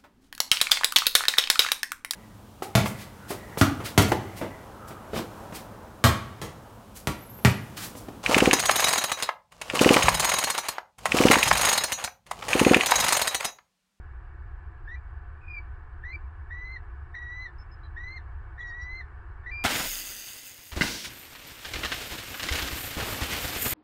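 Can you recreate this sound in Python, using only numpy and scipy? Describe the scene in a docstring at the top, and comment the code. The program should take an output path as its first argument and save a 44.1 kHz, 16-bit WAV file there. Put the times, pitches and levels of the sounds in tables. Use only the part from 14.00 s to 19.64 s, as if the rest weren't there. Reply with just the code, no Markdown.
"""Among pine trees at night, far traffic rumbles under a faint machine hum, insects and a thin hiss.
An eagle calls: air pushed through its voice box (the syrinx) makes thin, rising squeals. Some break
down to a rough low note, others jump up into a whistle. A smaller bird chips faintly in between.
Trunks, ground and foliage throw short echoes back."""
import sys
import numpy as np
from scipy import signal
from scipy.fft import rfft, irfft
from scipy.io import wavfile

SR = 44100
rng = np.random.default_rng(int(sys.argv[2]) if len(sys.argv) > 2 else 0)


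def digitize_waveform(pressure):
    """Quantize a signal to 16-bit integers and store it at the path in sys.argv[1].

    Rows of a 2-D input are taken as channels; values are limited to [-1, 1].
    """
    field = np.atleast_2d(pressure).T
    bounded = np.clip(field, -1, 1)
    quanta = np.round(bounded * 32767).astype(np.int16)
    wavfile.write(sys.argv[1], SR, quanta)


N = 248724

# tone colour of the road rumble, the tyre wash and the hiss: f/Hz, relative level/dB
ROAD_RUMBLE = [(4, -9.5), (14, -5), (30, 4.5), (55, -0.5), (70, 6), (90, -3), (115, -8.5), (135, -19),
               (175, -27.5), (240, -35), (400, -85.5)]
TYRE_WASH = [(200, -19.5), (290, -7.5), (350, 1.5), (440, -2.5), (475, -8.5), (660, -9.5), (730, -2),
             (1100, 3.5), (1350, 0.5), (1750, -2), (2100, -15.5), (2700, -22.5), (3300, -33), (5500, -45)]
HISS = [(3000, -20), (5200, -0.5), (6500, -4.5), (7700, 4.5), (8700, -3.5), (9600, -9.5)]
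# noisy bands of the machine hum: f/Hz, width/Hz, level/dB
MACHINE_BANDS = [(63, 16, -49), (334.5, 19, -69.5), (714.4, 22, -70), (1505.5, 21, -67), (1698, 160, -63.5)]
# thin tones of the machine hum: f/Hz, level/dB
MACHINE_TONES = [(417, -75), (521, -79)]
# ringing bands of far insects: f/Hz, width/Hz, level/dB
INSECT_BANDS = [(2235, 29, -76.5), (2393, 34, -83), (2666, 62, -83), (2887, 55, -85.5), (3187, 40, -90),
                (3560, 390, -91.5), (4103, 78, -94), (4590, 190, -95), (4810, 70, -97), (5370, 80, -99)]
# the eagle's squeals: t/s, length/s, opening f/Hz, crest f/Hz, sag on the way/Hz, brief slump/Hz,
# final fall/s (0 for none), rough note within that fall/s, relative level/dB, swell in the middle/dB,
# overtones/dB, rasp/0-1, tail/dB, lead-in/s, attack/s, crack/share of the pitch
EAGLE_SQUEALS = [(0.874, 0.082, 1793, 2015, -26, 0, 0.00072, 0.001, -8, 3, 4.5, 0.4, -20.5, 0.027, 0.011, 0.015),
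                 (2.036, 0.097, 1864, 2124, -3, -7, 0, 0, -6, 3, 0.5, 0.3, -13, 0.0075, 0.0027, 0.067),
                 (2.504, 0.27, 1927, 2084, 21.5, -2, 0.044, 0.013, -4, -0.5, 1, 0, -26, 0.0096, 0.0088, 0.016),
                 (3.141, 0.33, 1950, 2036, 54.5, 7.5, 0.039, 0.015, -3, -1, 5, 0, -12.5, 0.0046, 0.0017, 0.12),
                 (3.963, 0.22, 1848, 2110, -1.5, -5, 0.044, 0.0056, -5, 0.5, 6, 0, -17, 0.011, 0.0068, 0.016),
                 (4.58, 0.435, 1945, 2083, 78, 45, 0.041, 0.006, -2.5, -1.5, 3.5, 0.03, -15.5, 0.0055, 0.0023, 0.037),
                 (5.458, 0.05, 1893, 2004, -6, 0, 0.00054, 0, -3, -2.5, -1, 0.35, -14, 0.023, 0.0062, 0.0089)]
# its whistles: t/s, length/s, opening f/Hz, closing f/Hz, arch on the way/Hz, relative level/dB,
# overtones/dB, swell towards the end/dB, flutter/0-1, lead-in/s, crack/share of the pitch
EAGLE_WHISTLES = [(0.956, 0.024, 2300, 2370, 3, -13.5, -10.5, -3.5, 0.06, 0.0026, 0.0084),
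                  (1.478, 0.12, 2467, 2295, 24, -2.5, -3, 9, 0.78, 0.07, 0.019),
                  (2.126, 0.035, 2344, 2325, 11, 0.5, -4.5, 7, 0, 0.0054, 0.015),
                  (5.512, 0.13, 2380, 2396, 1.5, 4.5, -0.5, 1, 0.03, 0.0043, 0.011)]
# how strongly the eagle's throat passes each frequency: f/Hz, level/dB
EAGLE_THROAT = [(1700, -30), (1820, -35.5), (1900, -36.5), (2030, -38), (2130, -40.5), (2270, -41),
                (2345, -43), (2395, -43.5), (2520, -39.5), (3450, -70), (3650, -65), (3780, -68),
                (3940, -65.5), (4160, -56.5), (4260, -59), (4550, -66.5), (4780, -67), (4950, -70),
                (5300, -82), (5520, -82), (5700, -80), (5970, -75), (6200, -78.5), (6350, -82),
                (7100, -101), (8000, -97), (9600, -101)]
# single echoes off trunks and ground: delay/s, level/dB
TREE_ECHOES = [(.019, -18.5), (.036, -34), (.1, -33.5)]
# the smaller bird's chips: t/s, length/s, f/Hz, level/dB, throat resonance f/Hz, its width/Hz
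BIRD_CHIPS = [(3.583, 0.047, 1051, -64, 5240, 120), (3.714, 0.035, 1034, -64.5, 5200, 120),
              (3.833, 0.04, 803, -63, 3810, 250), (4.605, 0.025, 3440, -60, 3400, 3200),
              (4.669, 0.037, 1118, -64.5, 5600, 1490), (4.7, 0.016, 1167, -67, 4630, 400),
              (4.813, 0.032, 1145, -58.5, 5650, 400), (4.805, 0.057, 1183, -73, 4730, 399)]

RELEASE_S = 0.0046  # how quickly the eagle shuts off a note


def gain_of(db):
    """Turns decibels into a factor to multiply by."""
    return 10 ** (np.asarray(db) / 20)


def evened(x):
    """Scales a signal to an average strength (rms) of 1."""
    return x / np.sqrt(np.mean(x ** 2) + 1e-20)


def add(mix, start, sound):
    """Mixes a sound in, start seconds from the beginning."""
    part = mix[round(start * SR):][:len(sound)]
    part += sound[:len(part)]


def fade(t, rise, fall):
    """Soft start and end of a sound."""
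    edge = np.clip(np.minimum((t - t[0]) / rise, (t[-1] - t) / fall), 0, 1)
    return np.sin(np.pi / 2 * edge) ** 2


def noise(points):
    """Steady noise, coloured by (f/Hz, level/dB) points."""
    hz, db = np.transpose(points)
    shape_db = np.interp(np.log(np.fft.rfftfreq(N, 1 / SR) + 1), np.log(hz + 1), db)
    return evened(irfft(rfft(rng.standard_normal(N)) * gain_of(shape_db), N))


def band(hz, width_hz):
    """Noise that rings around one pitch; at 0 Hz, a random wobble."""
    offset = (np.fft.rfftfreq(N, 1 / SR) - hz) / width_hz
    return evened(irfft(rfft(rng.standard_normal(N)) / (1 + 2 * offset ** 2), N))


def tremble(t, rate_hz):
    """Smooth random trembling, no faster than about rate_hz."""
    shape = np.exp(-(np.fft.rfftfreq(SR, 1 / SR) / rate_hz) ** 2)
    return evened(irfft(rfft(rng.standard_normal(SR)) * shape, SR))[:len(t)]


def bump(t, width_s):
    """A smooth hill that reaches 1 at t = 0."""
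    return np.exp(-(t / width_s) ** 2)


def step(t, blur_s=0.0014):
    """A sudden change from 0 to 1 at t = 0."""
    return .5 + .5 * np.tanh(t / blur_s)


def traffic():
    """A far road: low rumble and a slowly swelling wash of tyres."""
    swell = gain_of(np.linspace(-0.75, 1.5, N))
    return gain_of(-41.5) * noise(ROAD_RUMBLE) + gain_of(-57.5) * noise(TYRE_WASH) * swell


def machine_hum(waver_hz=0.8):
    """A machine drones in bands of noise and thin tones that waver a little."""
    hum = sum(gain_of(db) * band(hz, width_hz) for hz, width_hz, db in MACHINE_BANDS)
    for hz, db in MACHINE_TONES:
        phase = 2 * np.pi * np.cumsum(hz + waver_hz * band(0, 7.3)) / SR
        hum += np.sqrt(2) * gain_of(db) * np.sin(phase)
    return hum


def insects():
    """Far insects blend into a faint, steady ringing."""
    return sum(gain_of(db) * band(hz, width_hz) for hz, width_hz, db in INSECT_BANDS)


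def throat(hz):
    """How much of a tone at hz gets through the eagle's throat."""
    return gain_of(np.interp(hz, *np.transpose(sorted(EAGLE_THROAT))))


def breath(age, length, lead, attack, tail, tail_db):
    """The push of air behind a note: a faint lead-in, the full voice, then a weak tail."""
    voiced = np.clip(np.minimum(age / attack, (length - age) / RELEASE_S + .5), 0, 1)
    before = gain_of(-11.5) * np.clip(1 + age / lead, 0, 1) ** .5
    after = gain_of(tail_db) * np.clip(1 - (age - length) / tail, 0, 1) ** .5
    return np.maximum(voiced, np.where(age < length / 2, before, after))


def eagle_voice(age, hz, push, overtones_db, crack, *, jitter, shaky, settle_s, shimmer_db, flicker_db,
                rasp=0, fork=0, end_shake=0, catch_s=0, fork_hz=4140):
    """The syrinx sings a nearly pure tone, shaky at first; returns the base tone and its overtones."""
    unsteady = np.exp(-np.maximum(age, 0) / settle_s) + end_shake * np.exp((age - age[-1]) / 0.12)
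    shake = 1 + (jitter + shaky * unsteady) * tremble(age, 79)
    phase = 2 * np.pi * np.cumsum(hz * shake) / SR
    # rasp and an unsteady voice rattle the wave, the overtones most of all
    hoarse = (0.8 * unsteady + rasp) * tremble(age, 150)
    # the pitch shakes in the lead-in and cracks near the start
    cracking = crack * bump(age - catch_s, 0.0028) + 0.012 * (age < 0)
    crack_phase = 2 * np.pi * np.cumsum(hz * cracking * tremble(age, 400)) / SR
    base = throat(hz) * np.sin(phase + 0.18 * rasp * hoarse + crack_phase)
    overtones = sum(throat(k * hz) * np.sin(k * phase + hoarse) for k in range(2, 5))
    # when the voice forks, one side of the syrinx holds a high tone
    fork_phase = 2 * np.pi * np.cumsum(fork_hz * shake) / SR
    high_tone = fork * throat(fork_hz) * np.sin(fork_phase + .25 * hoarse)
    # the tone drops out for an instant near its start, heard as a tiny catch
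    dropout = np.tanh((age - catch_s) / 0.0015)
    shimmer = gain_of(shimmer_db * (0.12 + unsteady) * np.tanh(tremble(age, 71)))
    strength = np.sqrt(2) * push * dropout * shimmer * fade(age, 0.0023, 0.0014)
    # the overtones drift slowly, and flicker while the voice is unsteady
    drift_db = overtones_db - tremble(age, 6.7)
    brightness = gain_of(drift_db + flicker_db * unsteady * np.tanh(tremble(age, 99)))
    return strength * base, strength * (overtones * brightness + high_tone)


def squeal(start, length, open_hz, crest_hz, sag_hz, slump_hz, fall, broken_s, db, swell_db,
           overtones_db, rasp, tail_db, lead, attack, crack, broken_hz=1935, slack_hz=1775):
    """The eagle's pitch scoops up, quavers and climbs to a crest, where the voice may break downward."""
    tail = 0.038 if fall > 0 else RELEASE_S
    age = np.arange(-lead, length + tail, 1 / SR)
    voiced = np.maximum(age, 0)
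    climb = np.minimum(voiced / (length - fall), 1)
    quaver = -np.cos(2 * np.pi * voiced / 0.033) * np.exp(-voiced / 0.091)
    hz = open_hz + (crest_hz - open_hz) * climb - sag_hz * np.sin(np.pi * climb ** 0.94)
    hz += 27.3 * quaver
    hz -= 84 * bump(voiced, 0.011)  # the scoop starts below the opening pitch
    hz -= slump_hz * bump(age - 0.14, 0.019)
    push = gain_of(db + swell_db * np.sin(np.pi * climb) + 1.5 * quaver)
    push *= breath(age, length, lead, attack, tail, tail_db)
    fork = 0
    if fall > 0:
        since_break = age - length + broken_s
        broken, slack = step(since_break), step(age - length)
        hz -= 45 * np.clip(since_break / (fall - broken_s) + 1, 0, 1) ** 2.24  # eases off the crest
        # it drops to a rough note, then trails off lower and reedier as the syrinx goes slack
        hz += (broken_hz - hz) * broken + (slack_hz - broken_hz) * slack
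        rasp += 0.35 * broken
        overtones_db += 4.5 * slack
        push *= gain_of(3 * (broken - slack))  # a last push of air
        push *= 1 - 0.2 * bump(since_break, 0.0025)  # the tone thins as it breaks
        fork = broken * gain_of(-5.5) * bump(np.maximum(age - length, 0), 0.022)
    base, overtones = eagle_voice(age, hz, push, overtones_db, crack, jitter=0.00079, shaky=0.013,
                                  settle_s=0.068, shimmer_db=4.5, flicker_db=3,
                                  rasp=rasp, fork=fork, end_shake=0.27, catch_s=0.009)
    return start - lead, base, overtones


def whistle(start, length, open_hz, close_hz, arch_hz, db, overtones_db, swell_db, flutter, lead, crack,
            flutter_s=0.0336):
    """The eagle's higher voice: a smooth, arched glide that swells or fades; its level may dip in regular
    beats."""
    tail = 0.021
    age = np.arange(-lead, length + tail, 1 / SR)
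    glide = np.clip(age / length, 0, 1)
    hz = open_hz + (close_hz - open_hz) * glide + arch_hz * np.sin(np.pi * glide)
    dips = 1 - flutter * np.sin(np.pi * age / flutter_s) ** 10
    push = gain_of(db + swell_db * glide) * dips
    push *= breath(age, length, lead, attack=0.0054, tail=tail, tail_db=-19.5)
    base, overtones = eagle_voice(age, hz, push, overtones_db, crack, jitter=0.00096, shaky=0.012,
                                  settle_s=0.036, shimmer_db=0.5, flicker_db=-4)
    return start - lead, base, overtones


def eagle():
    """All the squeals and whistles, with base tones and overtones kept apart."""
    notes = [squeal(*row) for row in EAGLE_SQUEALS] + [whistle(*row) for row in EAGLE_WHISTLES]
    base, overtones = np.zeros((2, N))
    for start, low, high in notes:
        add(base, start, low)
        add(overtones, start, high)
    return base, overtones


def trees(sound, trunk_db, scatter_db, decay_s=0.12, trunk_s=0.00839):
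    """Adds echoes: one off the nearest trunk, a few later ones and a faint scatter from the foliage."""
    t = np.arange(SR // 2) / SR
    scatter = rng.standard_normal(len(t)) * gain_of(-60 * t / decay_s) * (t > .006)
    echoes = gain_of(scatter_db) * scatter / np.linalg.norm(scatter)
    for delay, db in [(trunk_s, trunk_db)] + TREE_ECHOES:
        add(echoes, delay, gain_of([db]))
    return sound + signal.oaconvolve(sound, echoes)[:N]


def small_bird(arch=0.011, rasp=0.013):
    """Short chips that arch in pitch; the throat picks out one or two harmonics."""
    chips = np.zeros(N)
    for start, length, hz, db, throat_hz, width_hz in BIRD_CHIPS:
        t = np.arange(0, length, 1 / SR)
        bend = 1 - arch * (2 * t / length - 1.25) ** 2
        roughness = rasp * min(width_hz / 400, 1) * band(0, 180)[:len(t)]
        phase = 2 * np.pi * np.cumsum(hz * (bend + roughness)) / SR
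        tone = sum(np.sin(k * phase) / (1 + (2 * (k * hz - throat_hz) / width_hz) ** 2)
                   for k in range(1, 7))
        add(chips, start, gain_of(db) * evened(tone * fade(t, 0.0026, 0.0031)))
    return chips


def scene():
    """Both birds among the trees, over the steady sounds of the night."""
    base, overtones = eagle()
    calls = trees(base, trunk_db=-24, scatter_db=-28)
    # the beak beams the overtones aside, so more of them arrives as echo
    calls += trees(overtones, trunk_db=-5, scatter_db=-14, decay_s=0.13)
    chips = trees(small_bird(), trunk_db=-15, scatter_db=-26)
    night = traffic() + machine_hum() + insects() + gain_of(-92.5) * noise(HISS)
    return (night + calls + chips)[None]


def record(dry, top_hz=9650):
    """Softens the very start and end, and cuts the highest treble."""
    faded = dry * fade(np.arange(N) / SR, 0.00057, 0.0017)
    low_pass = signal.firwin(511, top_hz, window=("kaiser", 9), fs=SR)
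    return signal.oaconvolve(faded, low_pass[None], "same")


dry = scene()
out = record(dry)
digitize_waveform(out)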